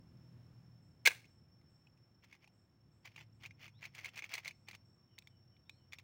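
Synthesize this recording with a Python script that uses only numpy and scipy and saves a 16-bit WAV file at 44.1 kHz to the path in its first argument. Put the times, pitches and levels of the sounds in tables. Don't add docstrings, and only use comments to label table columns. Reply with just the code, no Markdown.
import sys
import numpy as np
from scipy import signal
from scipy.fft import rfft, irfft, next_fast_len
from scipy.io import wavfile
from scipy.ndimage import map_coordinates

SR = 44100
rng = np.random.default_rng(int(sys.argv[2]) if len(sys.argv) > 2 else 0)


def unload_wav(signal):
    wavfile.write(
        sys.argv[1],
        SR,
        np.round(np.clip(np.atleast_2d(signal).T, -1, 1) * 32767).astype(np.int16),
    )


N = 265923

# (frequency [Hz], level [dB], t60 [s])
STEEL = [(1670, -14.5, 0.021), (2178, 3, 0.018), (2436, -9.5, 0.043), (2530, -16, 0.053),
         (2775, -16.5, 0.046), (3410, -16.5, .02), (3842, -28, 0.053), (4650, -22, 0.021),
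         (4980, -26.5, 0.015), (6144, -19.5, 0.04), (6750, -24.5, 0.016)]
# (frequency [Hz], relative density [dB per Hz])
CRACK = [(200, -28), (1000, -15.5), (2500, 1.5), (3200, -1), (4300, 3.5), (5000, -2.5), (6500, -1),
         (7600, -8), (10000, -10.5), (12800, -23), (14000, -17), (15200, -6), (16000, -7.5)]
# (time of the hardest moment [s], rise [s], fall [s], level [dB])
STROKES = [(2.243, .02, 0.013, -67), (2.335, 0.091, 0.042, -69), (2.445, 0.052, 0.022, -70.5),
           (3.064, .026, 0.031, -56), (3.125, 0.036, 0.025, -72), (3.197, .056, 0.052, -60.5),
           (3.452, 0.049, 0.03, -55.5), (3.645, .062, .055, -56), (3.847, .048, .04, -53),
           (3.988, .055, 0.06, -54), (4.056, .032, 0.049, -53), (4.190, 0.065, 0.025, -52),
           (4.243, 0.023, 0.033, -53.5), (4.341, .048, 0.037, -47), (4.385, .02, .026, -49.5),
           (4.470, .046, .045, -53.5), (4.690, .02, .022, -55.5), (4.748, .022, 0.012, -57.5),
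           (5.933, .016, 0.0286, -57), (5.988, .008, 0.0264, -62.5)]


def amp(db):
    return 10 ** (np.asarray(db) / 20)


def unit(x):
    return x / np.sqrt(np.mean(x ** 2) + 1e-20)


def blow(x):
    energy = np.sum(x ** 2)
    return x * np.sqrt(0.0025 * SR / (energy + 1e-20))


def along(points, hz):
    f, v = np.transpose(points)
    return np.interp(np.log(hz + 1), np.log(f + 1), v)


def curves(rows):
    s, *cols = np.transpose(rows)
    return [np.interp(np.arange(N) / SR, s, c) for c in cols]


def wobble(rate):
    knots = rng.standard_normal(int(N * rate / SR) + 4)
    return map_coordinates(knots, [np.arange(N) * rate / SR])


def filtered(x, response):
    m = next_fast_len(len(x) + 8192)
    spectrum = rfft(x, m) * response(np.fft.rfftfreq(m, 1 / SR))
    return irfft(spectrum, m)[:len(x)]


def noise(spectrum, size):
    return unit(filtered(rng.standard_normal(size), lambda hz: amp(along(spectrum, hz))))


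def add(track, s, x):
    i = max(round(s * SR), 0)
    track[i:i + len(x)] += x[:max(len(track) - i, 0)]


def engine():
    # (time [s], level [dB])
    engine_level = [(0, -61), (.4, -61), (1, -72), (1.7, -73), (2.6, -83), (3.25, -65), (4, -68),
                    (4.6, -71.5), (5.2, -75.5), (6, -70)]
    # (multiple of the firing rate, relative level [dB])
    order_levels = [(2, -12), (3, 1), (4, -3), (5, -15.5), (6, -20.5)]
    firing_hz, sag_hz_per_s = 41.5, 1.65
    db, = curves(engine_level)
    hz = firing_hz - sag_hz_per_s * np.arange(N) / SR
    drift_hz = 0.25 * wobble(6)
    phase = 2 * np.pi * np.cumsum(hz + drift_hz) / SR
    orders = np.zeros(N)
    for multiple, level in order_levels:
        fading = amp(level + 2 * wobble(3))
        orders += fading * np.sin(round(multiple) * phase + 0.5 * wobble(8))
    return amp(db) * unit(orders)


def background():
    # (time [s], level [dB])
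    traffic_level = [(0, -61), (.45, -64.5), (1.5, -67), (2.45, -71.5), (3.4, -67), (4.1, -69), (4.35, -71),
                     (4.6, -69), (5.1, -70.5), (6.03, -69.5)]
    air_level = [(0, -77), (.4, -75.5), (.9, -79), (2.5, -81), (6.03, -80.5)]
    # (frequency [Hz], relative density [dB per Hz])
    rumble_spectrum = [(15, -59.5), (25, -31), (41, -20), (114, 0.5), (168, -7), (188, -7), (245, -12.5),
                       (274, -13.5), (348, -19.5), (436, -36.5), (500, -24.5), (650, -55.5), (1100, -120)]
    air_spectrum = [(200, -10), (400, 2.5), (700, -0.5), (1500, -6), (3000, -12.5), (4500, -18),
                    (7000, -19), (10000, -28), (13500, -26), (15000, -22), (16000, -17)]
    # (centre frequency [Hz], level [dB])
    hum_hz, hum_db = (347, -88)
    traffic_db, = curves(traffic_level)
    air_db, = curves(air_level)
    rumble = amp(traffic_db) * noise(rumble_spectrum, size=N)
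    air = amp(air_db + 0.4 * wobble(5)) * noise(air_spectrum, size=N)
    hum_phase = 2 * np.pi * np.cumsum(hum_hz + wobble(1.3)) / SR
    hum = amp(hum_db) * unit(np.sin(hum_phase))
    return rumble + air + hum + engine()


def insect():
    # (time [s], level [dB])
    insect_level = [(0, -79), (1, -81.5), (1.7, -78), (2.8, -84.5), (4.8, -78.5), (6, -79)]
    start_hz, rise_hz_per_s = 5383, 12
    flutter_db = -1.5
    db, = curves(insect_level)
    phase = 2 * np.pi * np.cumsum(start_hz + rise_hz_per_s * np.arange(N) / SR) / SR
    tone = np.sin(phase + wobble(30))
    flutter = wobble(150) * np.sin(phase) + wobble(150) * np.cos(phase)
    return amp(db) * unit(tone + amp(flutter_db) * flutter)


def birds():
    # (time [s], length [s], start frequency [Hz], end frequency [Hz], level [dB])
    whistles = [(3.735, 0.079, 3160, 4120, -74.5), (4.945, 0.13, 1158, 1114, -85.5),
                (5.65, 0.15, 3430, 4290, -80.5)]
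    pip_times = [5.081, 5.30, 5.511, 5.766]
    buzz_times = [0.809, 1.27, 1.681, 2.52, 2.91, 3.32, 4.531, 4.84, 5.19, 5.68]
    pip_s, pip_start_hz, pip_end_hz, pip_db = 0.086, 3100, 2960, -83
    buzz_db = -90.5
    out = np.zeros(N)
    pips = [(s, pip_s, pip_start_hz, pip_end_hz, pip_db) for s in pip_times]
    for s, length, start_hz, end_hz, db in whistles + pips:
        u = np.linspace(0, 1, round(length * SR))
        quaver_hz = 70 * wobble(400)[:len(u)]
        hz = start_hz + (end_hz - start_hz) * np.sin(np.pi / 2 * u) + quaver_hz
        envelope = np.sqrt(np.abs(np.sin(np.pi * u)))
        add(out, s, amp(db) * envelope * np.sin(2 * np.pi * np.cumsum(hz) / SR))
    u = np.linspace(0, 1, SR // 6)
    for s in buzz_times:
        buzz = noise([(5500, -40), (7000, -2.5), (8300, 0), (9200, -25)], size=len(u))
        add(out, s, amp(buzz_db) * buzz * np.minimum(7 * u, 1) * np.sqrt(1 - u))
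    return out


def ring(modes, t, stretch, scatter_db):
    hz, db, t60 = np.transpose(modes)[:, :, None]
    level = db + scatter_db * rng.standard_normal(hz.shape)
    sign = rng.choice([-1, 1], hz.shape)
    sines = np.sin(2 * np.pi * hz * stretch * t)
    return blow(np.sum(sign * amp(level - 60 * t / t60) * sines, axis=0))


def contact(modes, db, crack_db, knock_db, stretch, crack_t60):
    # (frequency [Hz], level [dB], t60 [s])
    stock_modes = [(346.5, -19.5, 0.058), (485, -13, 0.027), (608.5, -13, .02), (790.7, -6, 0.016),
                   (890, -2, .022), (1176, 0, .014)]
    t = np.arange(SR // 8) / SR
    steel = ring(modes, t, stretch, scatter_db=0.5)
    crack = blow(noise(CRACK, size=len(t)) * amp(-60 * t / crack_t60))
    wood = ring(stock_modes, t, 1 + 0.0077 * rng.standard_normal(), scatter_db=5)
    onset = 1 - np.exp(-t / 0.00069)
    return amp(db) * (steel + amp(crack_db) * crack + amp(knock_db) * wood) * onset


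def snap(flex_db=8):
    # (time [s], ring [dB], crack re ring [dB], knock re ring [dB])
    blows = [(1.0523, -43.5, -3.5, -19), (1.0526, -31, -9.5, -17.5), (1.0556, -28.5, 3, -16),
             (1.0590, -17.5, -7, -25.5), (1.0615, -24, -3.5, -23), (1.0635, -16, -11, -30.5),
             (1.0696, -28, -2.5, -16), (1.0726, -19.5, 0.5, -9.5), (1.0756, -19, -8, -12),
             (1.0800, -29.5, -5.5, -16.5), (1.1066, -38, -12.5, -15), (1.1154, -41, -4.5, -10)]
    # (frequency [Hz], level [dB], t60 [s])
    flex_modes = [(1390, -5, 0.012), (1545, 2, .035), (1667, 4.5, .026), (2064, -3.5, .045),
                  (2620, -2.5, 0.034), (2880, -2.5, .022), (3210, -8, .021), (4320, -2.5, .013)]
    out, t = np.zeros(N), np.arange(SR // 8) / SR
    onset = 1 - np.exp(-t / 0.00057)
    for s, db, crack_db, knock_db in blows:
        stretch = 1 + 0.011 * rng.standard_normal()
        add(out, s, contact(STEEL, db, crack_db, knock_db, stretch, crack_t60=0.025))
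        flex = ring(flex_modes, t, 1, scatter_db=2.0)
        add(out, s, amp(db + knock_db + flex_db) * onset * flex)
    return out


def grit(spectrum, grain_s):
    struck = rng.random(N) < 1400 / SR
    slips = struck * amp(3 * np.clip(rng.standard_normal(N), -2, 2))
    envelope = signal.lfilter([1], [1, -np.exp(-1 / (grain_s * SR))], slips)
    bursts = envelope * rng.standard_normal(N)
    return unit(filtered(bursts, lambda hz: amp(along(spectrum, hz))))


def rattle(start_s=1.082, db=-45, t60=0.3):
    # (frequency [Hz], relative density [dB per Hz])
    rattle_spectrum = [(200, -19), (450, -7), (880, -7.5), (1250, -10), (1650, -3), (2200, 0), (2750, -1.5),
                       (3100, -11), (4200, -6), (4800, -11), (10000, -14.5), (13000, -29.5), (15300, -10)]
    age = np.arange(N) / SR - start_s
    decay = (age > 0) * amp(db - 60 * np.abs(age) / t60)
    return decay * grit(rattle_spectrum, grain_s=0.0029)


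def clicks():
    # (time [s], ring [dB], crack re ring [dB], knock re ring [dB], ring frequency [Hz])
    jumps = [(1.243, -58.5, -13, -25, 2206), (1.253, -61, -5, -14, 2670), (1.613, -74, -4, 0, 2035),
             (1.870, -60, -23, -9.5, 2570), (1.975, -73, -6, -11, 2450), (2.242, -67.5, 4, -9, 2170),
             (2.327, -49, -14, -19, 2200), (2.350, -62.5, -4, -3, 2140), (2.443, -57, -10, -9.5, 2340),
             (2.475, -60, -7, -5.5, 2500), (3.054, -52.5, -3, -9, 2456), (3.161, -45.5, -10.5, -16, 2450),
             (3.180, -48, -35, -10, 2200), (3.209, -50.5, -26.5, -10, 2670), (3.452, -44.5, -23, -18, 2220),
             (3.459, -43, -9.5, -18, 2430), (3.508, -50.5, -21, -28, 2140), (3.679, -48, -14, -15.5, 2190),
             (3.827, -43.5, -22, -14, 2390), (3.949, -50.5, 1, -18, 2330), (3.853, -42, -8, -26, 2210),
             (3.988, -44.5, -37, -32, 2210), (4.045, -38.5, -8.5, -28, 2170),
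             (4.057, -35.5, -11, -37, 2230), (4.088, -48.5, -8, -16, 2700), (4.158, -48, -4, -16, 2420),
             (4.176, -44.5, -2.5, -30, 2530), (4.190, -35, -12.5, -34, 2136),
             (4.222, -39.5, -18, -16, 2240), (4.241, -38.5, -26.5, -25, 2270),
             (4.292, -53, -2.5, -19, 2250), (4.338, -34, -1.5, -35, 2314), (4.352, -39.5, -0.5, -25, 2020),
             (4.380, -37, -12.5, -16, 2256), (4.447, -45.5, -4, -33, 2060),
             (4.457, -37.5, -17.5, -29, 2180), (4.478, -36, -3.5, -24, 2162),
             (4.509, -46, -13, -20.5, 2274), (4.685, -43, -5, -8.5, 2350), (4.711, -46, -5.5, -15, 2100),
             (4.731, -50, -18, -12, 2380), (4.749, -50, -1.5, -8, 2170)]
    out = np.zeros(N)
    for s, db, crack_db, knock_db, hz in jumps:
        stretch = hz / STEEL[1][0]
        add(out, s, contact(STEEL, db, crack_db, knock_db, stretch, crack_t60=0.037))
    return out


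def push_db(age, rise, fall):
    edge_db, shape = 22, 2
    return -edge_db * np.abs(age / np.where(age < 0, rise, fall)) ** shape


def catches(count=12):
    per_s, catch_db, scatter_db = 83, 0.5, 4.5
    mean_stretch, detune_range = 0.96, 0.051
    crack_db, crack_t60 = -7, 0.021
    rings, cracks, t = np.zeros(N), np.zeros(N), np.arange(SR // 25) / SR
    onset = 1 - np.exp(-t / 0.00039)
    burst = blow(onset * amp(-60 * t / crack_t60))
    for s, rise, fall, db in STROKES:
        for k, (late, size, detune) in enumerate(rng.uniform(-1, 1, (count, 3))):
            age = (k + 0.5 + 0.5 * late) / per_s - rise
            gain = amp(db + push_db(age, rise, fall) + catch_db + scatter_db * size)
            stretch = mean_stretch + detune_range * detune
            add(rings, s + age, gain * onset * ring(STEEL, t, stretch, scatter_db=0.5))
            add(cracks, s + age, gain * burst)
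    return rings + amp(crack_db) * cracks * noise(CRACK, size=N)


def scrape(level_db=-1):
    # (frequency [Hz], relative density [dB per Hz])
    scrape_spectrum = [(180, -60), (300, -20.5), (689, -13), (1580, -11.5), (2250, -2.5), (3520, -10.5),
                       (3800, -24), (4300, -15), (5700, -17.5), (6200, -20), (7820, -38), (9710, -39.5),
                       (12700, -38), (15000, -22), (16000, -28.5)]
    force, age = np.zeros(N), np.arange(-SR // 8, SR // 8) / SR
    for s, rise, fall, db in STROKES:
        add(force, s + age[0], amp(db + push_db(age, rise, fall)))
    return amp(level_db) * force * grit(scrape_spectrum, grain_s=0.0011)


def taps(knock_db=-22):
    # (time [s], ring [dB], crack re ring [dB], ring frequency [Hz])
    flicks = [(5.1815, -49.5, -21, 2090), (5.1859, -49.5, 4, 2410), (5.2224, -59, -6, 2440),
              (5.2724, -50, -6.5, 2210), (5.566, -65, -15, 2290), (5.695, -42.5, -8.5, 2400),
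              (5.9232, -46.5, -8, 2290), (5.9323, -38, -12, 2230), (5.9373, -47, -11, 2280),
              (5.986, -45, -8, 2450), (5.999, -59.5, -9, 2240)]
    # (frequency [Hz], level [dB], t60 [s])
    shank_modes = [(2238, 7.5, 0.0089), (2374, -12.5, 0.043), (3140, -11.5, 0.019), (3360, -4, 0.017),
                   (3616, -11.5, 0.029), (4070, -28, 0.014), (4890, -16, 0.014), (6800, -20, 0.018)]
    out = np.zeros(N)
    for s, db, crack_db, hz in flicks:
        stretch = hz / shank_modes[0][0]
        add(out, s, contact(shank_modes, db, crack_db, knock_db, stretch, crack_t60=0.019))
    return filtered(out, lambda hz: amp(along([(7000, 0.0), (8500, -4.5), (15000, 1.5)], hz)))


def radiated(x, corner_hz=300):
    return signal.sosfilt(signal.butter(2, corner_hz, "highpass", fs=SR, output="sos"), x)


def room(x, wet_db):
    # (frequency [Hz], t60 [s])
    decay_times = [(200, 0.32), (900, .25), (2000, .33), (6000, 0.41), (15000, .27)]
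    hz, t, z = signal.stft(rng.standard_normal(SR // 2), SR, nperseg=256)
    decay = amp(-60 * t / along(decay_times, hz)[:, None])
    build_up = 1 - np.exp(-t / 0.0066)
    tail = signal.istft(z * decay * build_up, SR, nperseg=256)[1]
    return x + amp(wet_db) * signal.fftconvolve(x, tail / np.linalg.norm(tail))[:N]


def scene():
    shot = room(radiated(snap() + rattle()), wet_db=-26.5)
    handling = room(radiated(clicks() + catches() + taps() + scrape(), corner_hz=202), wet_db=-26.5)
    return (shot + handling + room(birds(), wet_db=-8) + insect() + background())[None]


def record(dry):
    top_hz = 15870
    return filtered(dry[0], lambda hz: 1 / np.sqrt(1 + (hz / top_hz) ** 240))[None]


dry = scene()
out = record(dry)
unload_wav(out)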